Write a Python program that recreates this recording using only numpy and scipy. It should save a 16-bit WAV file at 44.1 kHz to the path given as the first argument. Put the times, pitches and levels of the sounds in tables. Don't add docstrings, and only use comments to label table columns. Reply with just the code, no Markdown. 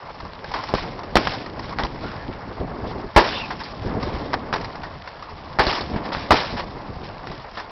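import sys
import numpy as np
from scipy import signal
from scipy.io import wavfile

SR = 44100
rng = np.random.default_rng(int(sys.argv[2]) if len(sys.argv) > 2 else 0)


def store_wav(level_fs):
    pcm = np.round(np.clip(np.atleast_2d(level_fs), -1, 1) * 32767)
    wavfile.write(sys.argv[1], SR, pcm.T.astype(np.int16))


def nominal_scale(level):
    x = np.asarray(level, float) / 20
    return 10 ** x


N = 339992

# pitch_hz, width_hz, level_db
SKIN_MODES = [(643, 220, -2), (950, 267, 5.5), (1320, 720, -0.5), (1765, 460, 0.5)]
# pitch_hz, width_hz, level_db
CRACK_MODES = [(2960, 270, -9.5), (5330, 5300, -6.5)]


def rms_one(x):
    return x / np.sqrt(np.mean(x ** 2) + 1e-20)


def drift(rate_hz):
    r = np.exp(-40 * np.pi * rate_hz / SR)
    noise = rng.standard_normal(N // 20 + 2002)
    slow = signal.lfilter([1], [1, -2 * r, r * r], noise)[2000:]
    return np.interp(np.arange(N) / 20, np.arange(len(slow)), rms_one(slow))


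def resonate(x, hz, width_hz):
    r = np.exp(-np.pi * width_hz / SR)
    rise = np.array([1, 0, -1]) * (1 - r * r) / 2
    return signal.lfilter(rise, [1, -2 * r * np.cos(2 * np.pi * hz / SR), r * r], x + 1e-18)


def through(x, modes):
    out = 0
    for k, (hz, width_hz, db) in enumerate(modes):
        out = out + (-1) ** k * nominal_scale(db) * resonate(x, hz, width_hz)
    return out


def grains(spread_db):
    size_db = spread_db * np.minimum(rng.exponential(1, N), 6)
    return rms_one(nominal_scale(size_db) * rng.choice([-1, 1], N))


def band_pass(x, order, low_hz, high_hz):
    return signal.sosfilt(signal.butter(order, [low_hz, high_hz], "band", fs=SR, output="sos"), x)


def banded(spectrum, spread_db, lump_db, lump_hz, patch_db):
    hz, db = np.transpose(spectrum)
    edges = np.geomspace(hz[0], hz[-1], int(3 * np.log2(hz[-1] / hz[0])) + 2)
    sources = [grains(spread_db), grains(spread_db)]
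    out = 0
    for k, (low, high) in enumerate(zip(edges, edges[1:])):
        level_db = np.interp(np.log(low * high) / 2, np.log(hz), db)
        patches = nominal_scale(level_db + patch_db * drift(lump_hz / 2))
        out = out + band_pass(sources[k % 2], 2, low, high) * patches
    return rms_one(out * nominal_scale(lump_db * drift(lump_hz)))


def dying(times, level_db, t60_s, rise_s, hold_s=0):
    out = np.zeros(N)
    for s, db, fall, hold in np.broadcast(times, level_db, t60_s, hold_s):
        at = round(s * SR)
        t = np.arange(min(round((1.5 * fall + hold) * SR), N - at)) / SR
        fall_db = 60 * np.maximum(t - hold, 0) / fall
        out[at:at + len(t)] += nominal_scale(db - fall_db) * (1 - np.exp(-t / rise_s))
    return out


def gusts():
    # time_s, rumble_db
    strength = [(0.0, -44), (0.64, -39.5), (0.78, -35.5), (1.3, -35.5), (1.99, -35.5), (2.5, -37.5),
                (2.62, -33), (3.04, -35), (3.1, -44.5), (3.3, -35.5), (3.78, -38.5), (3.86, -30),
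                (4.6, -34.5), (5.1, -45.5), (5.9, -32), (6.6, -36), (7.36, -39), (7.45, -46)]
    s, db = np.transpose(strength)
    rumble_db = np.interp(np.arange(N) / SR, s, db)
    buffet_db = -40.5 + 1.64 * (rumble_db + 37)
    return rumble_db, buffet_db


def wind(rumble_db, buffet_db):
    # pitch_hz, level_db (per Hz)
    rumble_tone = [(11, -27.5), (18, 1.5), (65, 5), (129, 4), (222, -3), (260, -4.5), (340, -13.5),
                   (570, -120)]
    # pitch_hz, level_db (per Hz)
    buffet_tone = [(110, -26.5), (180, -8), (330, -7), (388, -9.5), (651, -12.5), (800, -15.5),
                   (1040, -30.5), (1760, -120)]
    # start_s, level_db (over the gust)
    eddies = [(0.23, 14), (0.85, 5), (1.37, -1), (1.571, 5.5), (2.03, 11), (2.281, 12), (2.47, 8),
              (2.6, 11.5), (2.83, 8), (2.949, 9), (3.04, 11.5), (3.41, -2), (3.94, 6), (4.03, -1),
              (4.36, -14), (4.95, 9), (5.93, 3), (6.52, 9), (6.88, -2), (7.299, 8.5)]
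    rumble = banded(rumble_tone, 2.5, lump_db=2.5, lump_hz=16.0, patch_db=1.0)
    buffet = banded(buffet_tone, 1.6, lump_db=2.0, lump_hz=35.0, patch_db=1.5)
    s, eddy_db = np.transpose(eddies)
    bursts = 1 + dying(s, eddy_db, t60_s=0.14, rise_s=0.0052)
    return bursts * (nominal_scale(rumble_db - 2.0) * rumble + nominal_scale(buffet_db) * buffet)


def shaking(lasts, steady):
    # start_s, level_db, hold_s, t60_s
    shakes = [(0.45, -43, 0.087, 0.67), (0.55, -41.5, 0.25, 0.67), (0.745, -37, 0.059, 0.81),
              (1.165, -32, 0.21, 0.47), (1.788, -43.5, .05, 1), (2.006, -44, 0.12, 0.71),
              (2.86, -42.5, .07, 0.15), (3.16, -26.5, .12, 1), (3.588, -41.5, .07, 0.84),
              (3.813, -49.5, 0.091, 0.36), (3.999, -42, 0.23, 1), (4.53, -39, 0.037, 0.98),
              (5.593, -26.5, .04, 0.64), (5.673, -29, 0.065, 0.67), (6.037, -39.5, 0.032, 0.33),
              (6.119, -34.5, 0.067, 0.93), (1.617, -43, 0.12, 0.2), (6.57, -38, 0.034, 0.13),
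              (6.304, -24, 0.087, 0.75), (7.03, -43.5, 0.044, 0.15), (7.28, -49.5, 0.098, 0.81),
              (7.547, -41.5, .05, 0.34)]
    s, db, hold_s, t60_s = np.transpose(shakes)
    return np.hypot(steady, dying(s, db, lasts * t60_s, 0.0042, lasts * hold_s))


def rattle():
    # pitch_hz, level_db (per Hz)
    rattle_tone = [(900, -21.5), (1670, -4.5), (2790, -8.5), (3250, -9), (5070, -9), (5690, -7),
                   (6300, -13), (7500, -41)]
    clicks = banded(rattle_tone, 5.2, lump_db=1.5, lump_hz=60.0, patch_db=1.35)
    return shaking(0.84, steady=nominal_scale(-50)) * clicks


def rustle(buffet_db):
    # pitch_hz, level_db (per Hz)
    rustle_tone = [(260, -22.5), (450, -1.5), (938, 3.5), (1150, 2), (1360, -7), (1810, -6), (2800, -24.5),
                   (4200, -40.5)]
    traffic, leaves = nominal_scale(-40), nominal_scale(buffet_db - 7.5)
    rubbing = banded(rustle_tone, 3.07, lump_db=2.0, lump_hz=30.2, patch_db=1.5)
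    return shaking(0.81, steady=np.hypot(traffic, leaves)) * rubbing


def crackle():
    per_s = 90 * nominal_scale(4 * drift(5))
    born = rng.random(N) < per_s / SR
    size = nominal_scale(3.5 * np.minimum(rng.exponential(1, N), 4))
    snaps = signal.lfilter([1], [1, -.985], born * size) * rng.standard_normal(N)
    return nominal_scale(-53) * rms_one(band_pass(snaps + 1e-18, 1, 700, 4500))


def ticks():
    # start_s, peak_db, pitch_hz
    taps = [(0.201, -12, 1050), (0.25, -15, 950), (0.515, -10, 860), (0.636, -6.5, 1120), (0.687, -8, 900),
            (0.783, -7.5, 1090), (0.991, -12.5, 912), (1.033, -13, 1210), (1.104, -26, 990),
            (1.335, -13, 1010), (1.461, -10.5, 1150), (1.593, -8.5, 910), (1.724, -14, 1020),
            (1.848, -3.5, 830), (3.635, -16.5, 4870), (3.947, -19, 969), (3.999, -22, 810),
            (4.028, -6, 1030), (4.066, -20, 802), (4.612, -12, 1150), (4.645, -6.5, 1300),
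            (4.755, -14, 1050), (5.075, -10.5, 1550), (5.224, -12.5, 1180), (5.727, -1, 1290),
            (5.808, -10, 4400), (6.379, -6, 1200), (7.27, -13.5, 1360), (7.313, -10.5, 1060),
            (7.598, -7, 765)]
    out, length = np.zeros(N), round(0.045 * SR)
    fade = nominal_scale(-60 * np.arange(length) / SR / 0.055)
    for s, db, hz in taps:
        puff = rng.standard_normal(length) * fade
        broad = through(puff, SKIN_MODES[1:] + CRACK_MODES)
        ring = resonate(puff, hz, 0.15 * hz)
        at = round(s * SR)
        out[at:at + length] += nominal_scale(db + 2.0) * (0.2 * broad / np.abs(broad).max() + 0.561 * ring)
    return out


def smacks():
    # start_s, peak_db, pitch_hz
    touches = [(0.444, -30, 1300), (0.7389, -3, 674), (0.7528, -11, 1100), (1.1559, 8.5, 600),
               (1.17, 5, 2020), (1.175, -3, 1990), (1.272, -5.5, 1400), (1.794, -10, 1500),
               (3.1623, -0.5, 700), (3.505, -18, 1300), (4.333, -7.5, 1200), (4.341, -6, 1100),
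               (4.528, -10, 1000), (4.541, -6.5, 1200), (5.588, -5.5, 1200), (5.668, -7, 700),
               (5.943, -14.5, 250), (5.962, -12, 220), (6.149, -8.5, 1300), (6.3073, 6, 800),
               (6.344, -4, 900), (7.573, -17, 1100), (7.272, -21, 1400), (5.075, -25, 1490),
               (0.201, -27, 1100), (4.754, -23, 1296), (6.119, -21, 1204)]
    out = np.zeros(N)
    for s, db, hz in touches:
        cycles = np.arange(round(4 * SR / hz)) * hz / SR
        fade_db = 60 * cycles / 3.2
        at = round(s * SR)
        out[at:at + len(cycles)] += nominal_scale(db + 5.5 - fade_db) * np.sin(2 * np.pi * cycles)
    return out


def contacts():
    # start_s, slap_db (peak), push_db, crack_db, t60_s (slap)
    hard = [(0.538, -14.5, -34.5, -25, 0.17), (0.7392, -14.5, -17.5, -24, 0.035),
            (0.749, -15.5, -27, -20, 0.033), (1.155, -10, -14.5, -10, 0.1),
            (1.168, -2.5, -44.5, -13, 0.028), (1.271, -9, -44, -14, 0.038), (1.786, -4, -45, -14.5, 0.012),
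            (1.793, -15, -29.5, -27, 0.14), (1.835, -14, -19.5, -15, 0.021), (3.162, 5.5, -5, -13.5, 0.06),
            (3.176, -4, -22, -14.5, 0.17), (4.332, -13, -39, -23.5, 0.044), (4.339, -10, -30, -18, 0.046),
            (4.527, -13.5, -28.5, -22, 0.067), (4.537, -12.5, -34, -19.5, 0.074),
            (5.587, -14.5, -23.5, -20, 0.065), (5.593, -3, -21, -22, 0.12), (5.667, -20, -18.5, -13, 0.041),
            (5.935, -27, -25.5, -47, 0.047), (5.959, -20, -29, -39, 0.088), (6.307, 0, -15, -16.5, 0.072),
            (6.319, 0, -14.5, -17.5, 0.038)]
    # start_s, slap_db (peak), t60_s (slap)
    brushes = [(0.443, -19, 0.034), (3.148, -24, 0.05), (3.506, -16.5, 0.11), (3.602, -25.5, 0.12),
               (4.325, -22, 0.034), (4.56, -15.5, 0.04), (4.833, -22, 0.16), (6.12, -20, 0.22),
               (6.566, -24.5, 0.17), (6.594, -18, 0.069), (7.572, -21.5, 0.18)]
    light = [(s, db, db - 20, db - 11, t60_s) for s, db, t60_s in brushes]
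    return np.transpose(hard + light)


def blows():
    # pitch_hz, width_hz, level_db
    body_modes = [(45, 20, 15), (243, 50, -10)]
    s, slap_db, push_db, crack_db, t60_s = contacts()
    slap = rms_one(through(grains(2.7), SKIN_MODES)) * dying(s, slap_db - 5.0, t60_s, 0.00044)
    crack = rms_one(through(grains(2.9), CRACK_MODES)) * dying(s, crack_db - 2.0, 0.8 * t60_s, 0.00014)
    force = np.zeros(N)
    force[np.round(s * SR).astype(int)] = -nominal_scale(push_db + 39.0)
    padding = np.hanning(round(0.0013 * SR))
    push = through(np.convolve(force, padding / padding.sum())[:N], body_modes)
    shudder = rms_one(through(grains(1.4), [(294, 346, 0.0), (110, 270, -7.5)]))
    return slap + crack + push + shudder * dying(s, push_db + 3.0, 2.05 * t60_s, 0.006)


def creaks():
    # start_s, length_s, level_db, pitch_hz
    rubs = [
        (2.019, .16, -31.5, 1410),
        (2.124, .16, -37, 1760),
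        (3.25, 0.061, -40, 1880),
        (3.296, 0.13, -28, 2850),
        (3.322, 0.1, -28, 3570),
        (3.386, 0.042, -24.5, 2740),
        (3.397, 0.082, -31, 2580),
        (0.555, .08, -24.5, 950),
    ]
    out = np.zeros(N)
    for s, length_s, db, hz in rubs:
        swell = np.sqrt(np.hanning(round(length_s * SR)))
        rub = rms_one(resonate(rng.standard_normal(SR // 4), hz, 160))
        at = round(s * SR)
        out[at:at + len(swell)] += nominal_scale(db - 6.5) * swell * rub[-len(swell):]
    return out


def scene():
    rumble_db, buffet_db = gusts()
    background = wind(rumble_db, buffet_db) + rattle() + rustle(buffet_db) + crackle()
    return (background + ticks() + smacks() + blows() + creaks())[None]


def band_limit(x):
    return signal.sosfilt(signal.butter(12, 16560, fs=SR, output="sos"), x)


def record(dry):
    overload = 0.71
    narrow = signal.sosfilt(signal.cheby2(12, 60, 6425, fs=SR, output="sos"), dry)
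    flat = np.clip(narrow, -overload, overload)
    spill = signal.sosfilt(signal.butter(1, 15000, fs=SR, output="sos"), flat - narrow)
    return band_limit(narrow + spill)


dry = scene()
out = record(dry)
store_wav(out)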